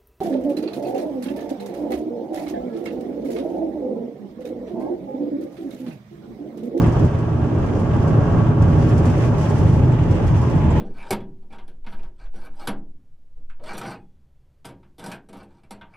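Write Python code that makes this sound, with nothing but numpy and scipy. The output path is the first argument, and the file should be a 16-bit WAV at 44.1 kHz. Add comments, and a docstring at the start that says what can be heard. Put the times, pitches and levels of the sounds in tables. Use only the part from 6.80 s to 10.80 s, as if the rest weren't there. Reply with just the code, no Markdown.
"""A truck's cab booms on a rough, sandy desert track, heard from the open side window.
The ground forces the cab into vibration over a low engine drone; the tyres roar and set panels ringing.
Turbulent air rushes past the frame and resonates in the window gap. Sand hisses against the body in
gusts, grit and stone chips strike it, and the shaken trim squeaks. The near surfaces of the cab add
faint early reflections."""
import sys
import numpy as np
from scipy import signal
from scipy.fft import rfft, irfft
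from scipy.io import wavfile
from scipy.ndimage import uniform_filter1d

SR = 44100
rng = np.random.default_rng(int(sys.argv[2]) if len(sys.argv) > 2 else 0)


def waveform_to_disk(signal):
    """Save audio, clipped to [-1, 1], as 16-bit WAV at the path in sys.argv[1]."""
    frames = np.transpose(np.atleast_2d(signal))
    scaled = np.clip(frames, -1, 1) * 32767
    samples = np.round(scaled).astype(np.int16)
    wavfile.write(sys.argv[1], SR, samples)


N = 176400
TIME = np.arange(N) / SR
FREQ_HZ = np.maximum(np.arange(N // 2 + 1) * SR / N, 1)


def cab():
    """Forced vibration: the ground shakes the cab into a broad rumble and a few booming modes."""
    # strength of the shaking: t/s, level/dB
    shaking = [(0.01,-17),(0.09,-13.5),(0.125,-28),(0.16,-17.5),(0.22,-16.5),(0.262,-13.5),(0.285,-23),(0.5,-23),(0.63,-21),(0.68,-29),
               (0.82,-18),(0.89,-24),(1.05,-19.5),(1.33,-16.5),(1.45,-18),(1.54,-15),(1.64,-14),(1.75,-18.5),(1.79,-21),(1.82,-14),(2.07,-14.5),(2.11,-18),
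               (2.3,-16),(2.74,-19.5),(2.8,-19),(2.84,-15),(2.97,-13),(3.06,-17.5),(3.18,-20),(3.3,-17),(3.44,-17),(3.5,-12.5),(3.61,-14),(3.65,-21),(3.72,-18),(3.76,-13.5),(3.8,-16.5),(3.99,-17)]
    # rumble spectrum: f/Hz, level/dB
    spectrum = [(12,-24),(26,-12.5),(40,0),(50,-3),(66,-13.5),(80,8),(95,5.5),(118,6),(145,-1.5),(175,-0.5),(200,-12.5),(260,-29.5)]
    # cab resonances: f/Hz, width/Hz, level/dB
    modes = [(41,2.4,-14.5),(87,18,-6.5),(111.5,35,-8),(148,20,-7)]
    shake_db, = in_time(shaking)
    rumble = from_db(-3) * fluttering_noise(spectrum, flutter_db=1.5, rate_hz=25)
    boom = from_db(-1.5) * resonances(modes)
    return from_db(shake_db) * (rumble + boom)


def engine():
    """Harmonic series: orders 2, 3 and 4 of the engine cycle drone, each swelling and fading."""
    # engine cycle and its orders: t/s, f/Hz, then level/dB of orders 2, 3 and 4
    running = [(0.0, 38.17, -24, -20.5, -27), (0.47, 38.8, -33, -17.5, -24.5),
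               (1.0, 40.6, -35.5, -23.5, -32), (1.58, 38.0, -24.5, -13.5, -18.5),
               (2.05, 38.61, -29, -18.5, -17.5), (2.28, 40.45, -21, -32, -18.5),
               (2.48, 39.8, -45, -17.5, -18), (2.8, 38.52, -20.5, -39, -20.5), (3.04, 42, -19, -12.5, -35),
               (3.24, 39.33, -33, -26, -25), (3.51, 39, -20, -8, -26), (3.79, 40.15, -35, -15.5, -37),
               (3.87, 39.14, -12, -25.5, -33), (4.0, 38.14, -14, -14, -19)]
    cycle_hz, *levels_db = in_time(running)
    cycles = np.cumsum(cycle_hz * (1 + 0.01 * drift(11.9))) / SR
    gains = [from_db(db - 3.5 + 2.1 * drift(11)) for db in levels_db]
    return sum(gain * np.sin(2 * np.pi * (order * cycles + rng.random()))
               for order, gain in enumerate(gains, 2))


def tyres():
    """Rolling noise: the tyres roar on the dirt and drive panels at their resonances."""
    # strength of the roar: t/s, low band level/dB, tread band level/dB
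    roar = [(0.01, -17.5, -29.5), (0.12, -18.5, -33.5), (0.14, -24, -28.5), (0.24, -15.5, -31.5),
            (0.285, -24.5, -34), (0.45, -25, -35), (1.58, -22, -29), (1.69, -23.5, -31.5),
            (1.88, -21.5, -31), (2.61, -22, -31.5), (3.35, -21.5, -35.5), (3.43, -22, -31.5),
            (3.48, -24, -34), (3.89, -22, -34), (3.99, -22, -34.5)]
    # low band spectrum: f/Hz, level/dB
    low_spectrum = [(120, 4), (200, -2.5), (237, -1), (275, -4), (312, -3), (382, -6.5), (415, -7.5),
                    (455, -11), (600, -12.5), (780, -55.5), (1320, -120)]
    # tread band spectrum: f/Hz, level/dB
    tread_spectrum = [(350, -30), (600, -1.5), (667, -2), (1150, -9), (1210, -10.5), (1480, -15.5),
                      (1650, -15), (1800, -35.5), (2340, -69), (3960, -120)]
    # panel resonances: f/Hz, width/Hz, level/dB
    panel_modes = [(239.3,8.5,-8),(309,17.7,-9.5),(417,12,-12.5),(559,7.3,-19),(1123.4,24,-20),(1380,29,-30.5),(1615,22,-32.5)]
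    # strength of the panel ringing: t/s, level/dB
    ringing = [(0,-18.5),(0.25,-24),(0.4,-24),(0.9,-25.5),(1.4,-18),(2.2,-20),(2.7,-24.5),(3.3,-28),(4,-27)]
    low_db, tread_db = in_time(roar)
    panel_db, = in_time(ringing)
    low = from_db(low_db + 1) * fluttering_noise(low_spectrum, flutter_db=1, rate_hz=9.4)
    tread = from_db(tread_db) * fluttering_noise(tread_spectrum, flutter_db=1.14, rate_hz=21)
    panels = from_db(panel_db - 1.5) * resonances(panel_modes)
    return low + tread + panels


def air():
    """Flow noise: turbulence rushes past the frame and excites two wavering tones in the window gap."""
    # strength of the rush: t/s, level/dB
    flow = [(0.02,-42.5),(0.2,-43),(0.45,-49.5),(0.8,-46),(1.25,-44.5),(1.55,-43.5),(1.75,-46),(2.05,-41.5),(2.37,-42.5),(2.43,-39),(2.47,-40),(2.51,-45),(2.62,-41.5),(2.9,-43.5),(3.1,-44),(3.4,-42),(3.8,-43.5),(3.98,-39.5)]
    # rush spectrum: f/Hz, level/dB
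    spectrum = [(1300,-4),(1800,1.5),(2200,-3),(2750,-3.5),(3300,-7.5),(3800,-14.5),(5000,-22),(8000,-24),(12000,-39.5),(16000,-46)]
    # gap resonances, a thin tone and a broad howl: f/Hz, width/Hz
    gap_modes = [(860,32),(960,110)]
    # their strengths: t/s, tone level/dB, howl level/dB
    gap_levels = [(0,-49,-49),(2.45,-46,-47.5),(2.7,-34,-43),(3.0,-39,-55),(3.25,-41.5,-46),(3.53,-42,-41),(3.64,-42.5,-35.5),(3.78,-39.5,-38),(4,-34.5,-36)]
    rush_db, = in_time(flow)
    rush = from_db(rush_db) * fluttering_noise(spectrum, flutter_db=1.5, rate_hz=35)
    tones = sum(from_db(db) * wander(resonances([(hz, width, 0)]), depth=0.012, rate_hz=3.97)
                for (hz, width), db in zip(gap_modes, in_time(gap_levels)))
    return rush + tones


def sand():
    """Superposed impacts: fine sand merges into a hiss, with coarser grains in the gusts."""
    # strength of the hiss: t/s, level/dB
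    fine_sand = [(0.02,-52.5),(0.25,-56),(0.33,-59),(0.42,-64),(0.6,-61.5),(0.8,-59),(1.2,-57),(1.55,-55.5),(1.72,-62.5),(1.86,-57),(2.05,-52.5),(2.22,-59),(2.35,-55),(2.44,-49),(2.53,-55.5),(2.62,-52),(2.8,-56),(2.97,-57),(3.02,-59.5),(3.35,-57.5),(3.62,-53),(3.82,-61),(3.98,-55)]
    # hiss spectrum: f/Hz, level/dB
    spectrum = [(2000,-19.5),(3000,-5.5),(4000,-8),(4800,3.5),(6400,3),(8000,-8),(10000,-11),(12500,-23),(14200,-24.5),(16000,-31)]
    # strength of the coarse grains: t/s, level/dB
    coarse_sand = [(0.02,-66),(0.25,-62),(0.33,-66),(0.75,-66),(0.95,-58.5),(1.15,-65),(1.5,-69),(1.75,-67),(2.05,-56),(2.3,-51.5),(2.45,-54),(2.53,-60),(2.62,-51.5),(2.8,-52),(2.87,-57),(2.97,-51),(3.01,-63),(3.25,-67),(3.55,-64),(3.8,-66),(3.98,-71)]
    hiss_db, = in_time(fine_sand)
    coarse_db, = in_time(coarse_sand)
    hiss = from_db(hiss_db + 0.5) * fluttering_noise(spectrum, flutter_db=1.5, rate_hz=26)
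    coarse_gain = from_db(coarse_db - 0.5 + 2 * drift(24))
    return hiss + coarse_gain * grains(per_s=1800, scatter_db=0.5)


def grit():
    """Impact clusters: handfuls of grit patter on the body and die away."""
    # handfuls: t/s, level/dB, left minus right/dB
    handfuls = [(0.0194, -45, -3.0), (0.0618, -43, -1.0), (0.1194, -44, 3), (0.1915, -46, 1),
                (0.2444, -42, -0.5), (0.3855, -44.5, 0), (0.8592, -45, -1.5), (0.9912, -41.5, -3),
                (1.136, -49, 0), (1.276, -39.5, -2), (2.0894, -40, -2.0), (2.1774, -38.5, -1.5),
                (2.2528, -34.5, 0), (2.4194, -40, 0), (2.4446, -42, -0.5), (2.5795, -38, -0.5),
                (2.6094, -42, 3), (2.692, -42, -0.5), (2.7796, -42, -1.0), (2.9345, -42.5, -4),
                (3.117, -49, 0), (3.3076, -39.5, 1), (3.3495, -47, -2), (3.4678, -38, -3),
                (3.5663, -40, -1), (3.6144, -41, 0), (3.697, -41.5, -1.5), (3.7494, -44, -1),
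                (3.908, -45, 1)]
    envelope = 0
    for start, db, balance_db in handfuls:
        ear_gains = from_db(db - 7 + np.array([[balance_db], [-balance_db]]) / 2)
        envelope += ear_gains * burst(start, rise_s=0.0033, fall_s=0.019)
    return envelope * grains(per_s=3800, scatter_db=0.5)


def chips():
    """Impulsive excitation: single stone chips tick sharply on the frame."""
    # chip strikes: t/s, level/dB
    strikes = [(0.017,-45),(0.193,-47),(0.308,-54),(1.164,-48),(1.228,-48),(1.822,-39.5),(2.301,-44.5),(2.579,-46),(3.236,-50)]
    envelope = sum(from_db(db) * burst(start, rise_s=0.002, fall_s=0.0045) for start, db in strikes)
    return envelope * grains(per_s=12000, scatter_db=0)


def squeaks():
    """Friction: the shaken trim rubs briefly and rasps in a narrow band."""
    # rubs of the trim: t/s, f/Hz, level/dB
    rubs = [(0.014,4950,-49),(0.058,7940,-53),(2.695,7600,-51),(3.115,7650,-57),(3.345,7400,-57),(3.902,7350,-48.5)]
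    width_hz, roughness_db = 380, 3.5
    rasp = from_db(roughness_db * drift(300))
    return rasp * sum(burst(start, rise_s=0.0048, fall_s=0.012) * resonances([(hz, width_hz, db)])
                      for start, hz, db in rubs)


def reflections(direct, count=8, level_db=-21, above_hz=750):
    """Comb filtering: weak echoes off the cab join the direct sound and shift as the listener sways."""
    nearest_s, farthest_s, sway_s = 0.002934, 0.02, 0.00012
    lead = SR // 10
    padded = np.pad(direct, ((0, 0), (lead, 0)), "reflect")
    treble = signal.sosfilt(signal.butter(2, above_hz, "high", fs=SR, output="sos"), padded)
    clock = np.arange(-lead, N) / SR
    echoes = 0
    for delay_s in rng.uniform(nearest_s, farthest_s, count):
        emitted = TIME - delay_s - sway_s * drift(0.74)
        echoes += np.array([np.interp(emitted, clock, ear) for ear in treble])
    return direct + from_db(level_db) * echoes


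def grains(per_s, scatter_db):
    """Shot noise: tiny random impacts ring the thin metal of the window frame; rms 1."""
    # frame resonances: f/Hz, width/Hz, level/dB
    frame_modes = [(4580,140,-4),(5600,200,-2),(6454,110,2),(7300,200,-2),(8040,160,-0.5),(9800,110,2.5),(10500,200,-0.5),(11348,160,-0.5),(13934,300,-1)]
    # impact spectrum: f/Hz, level/dB
    spectrum = [(1200,-22),(2600,1.5),(4000,-2),(5200,3),(7500,-1.5),(10000,-7.5),(11500,-12.5),(12800,-16.5),(14300,-14.5),(16000,-23.5)]
    sizes = from_db(scatter_db * np.minimum(rng.exponential(1, (2, N)), 4))
    signs = rng.choice([-1, 1], (2, N))
    hits = rng.random((2, N)) < per_s / SR
    ringing = 1 + sum(from_db(db - 4) / (1 + 2j * (FREQ_HZ - hz) / width)
                      for hz, width, db in frame_modes)
    return binaural(sizes * signs * hits, spectral_gain(spectrum) * ringing)


def fluttering_noise(spectrum, flutter_db, rate_hz):
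    """Amplitude modulation: coloured stereo noise whose level flutters at random."""
    return steady_noise(spectral_gain(spectrum)) * from_db(flutter_db * drift(rate_hz))


def resonances(modes):
    """Resonance: random forcing keeps each mode ringing as a narrow band of noise."""
    return sum(from_db(db) * steady_noise(1 / (1 + ((FREQ_HZ - hz) / width) ** 2))
               for hz, width, db in modes)


def steady_noise(gain, window_s=0.12):
    """Power normalisation: filtered stereo noise, divided by its running rms to even out slow swells."""
    noise = binaural(rng.standard_normal((2, N)), gain)
    width = int(window_s * SR)
    power = uniform_filter1d(np.mean(noise ** 2, axis=0), width)
    power = uniform_filter1d(power, width // 2)
    return noise / np.sqrt(np.maximum(power, 1e-12))


def binaural(pair, gain):
    """Interaural coherence: two unrelated signals are filtered and shared between the ears; rms 1."""
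    # likeness of the two ears: f/Hz, correlation
    correlation = [(30,.975),(90,.975),(170,0.92),(350,0.86),(700,.52),(1300,0.46),(2600,0.06),(5500,-0.13),(10000,-0.01),(14000,-0.1)]
    # interaural level difference: f/Hz, left minus right/dB
    balance = [(40,1.5),(90,-0.7),(170,-0.8),(350,-2.5),(700,-2),(1400,-0.26),(2800,-0.1),(6000,-0.7),(10000,-1),(14000,-1.5)]
    mid, side = rfft(pair) * gain
    alike = in_frequency(correlation)
    sign = np.array([[1], [-1]])
    ears = np.sqrt(1 + alike) * mid + sign * np.sqrt(1 - alike) * side
    return unit_rms(irfft(ears * from_db(sign * in_frequency(balance) / 2), N))


def spectral_gain(spectrum, skirt_db_per_octave=40):
    """Band-pass shaping: a spectrum's gain at every bin, falling steeply beyond its ends."""
    in_band_hz = np.clip(FREQ_HZ, spectrum[0][0], spectrum[-1][0])
    octaves_outside = np.abs(np.log2(FREQ_HZ / in_band_hz))
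    return from_db(in_frequency(spectrum) - skirt_db_per_octave * octaves_outside)


def wander(x, depth, rate_hz):
    """Frequency modulation: an uneven clock lets the pitch stray up and down."""
    clock = np.cumsum(1 + depth * drift(rate_hz)) / SR
    return np.array([np.interp(clock, TIME, ear, period=N / SR) for ear in x])


def burst(start, rise_s, fall_s):
    """Transient envelope: a linear rise, then exponential decay."""
    age = TIME - start
    return np.clip(age / rise_s, 0, 1) * np.exp(-np.maximum(age - rise_s, 0) / fall_s)


def drift(rate_hz):
    """Random fluctuation: noise low-passed at rate_hz; rms 1."""
    white = rfft(rng.standard_normal(N))
    return unit_rms(irfft(white / (1 + (FREQ_HZ / rate_hz) ** 2), N))


def in_time(rows):
    """Linear interpolation of each column at every sample."""
    times, *columns = np.transpose(rows)
    return [np.interp(TIME, times, column) for column in columns]


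def in_frequency(rows):
    """Log-frequency interpolation at every bin."""
    hz, values = np.transpose(rows)
    return np.interp(np.log(FREQ_HZ), np.log(hz), values)


def unit_rms(x):
    """Normalisation to unit power."""
    return x / np.sqrt(np.mean(x ** 2) + 1e-20)


def from_db(db):
    """Level to amplitude ratio."""
    return 10 ** (np.asarray(db) / 20)


def scene():
    """Superposition of all sources at the window."""
    return cab() + engine() + reflections(tyres() + air() + sand() + grit() + chips() + squeaks())


def record(dry):
    """Band limiting: a steep zero-phase low-pass removes the highest treble."""
    cutoff_hz = 15700
    return signal.sosfiltfilt(signal.butter(16, cutoff_hz, fs=SR, output="sos"), dry)


dry = scene()
out = record(dry)
waveform_to_disk(out)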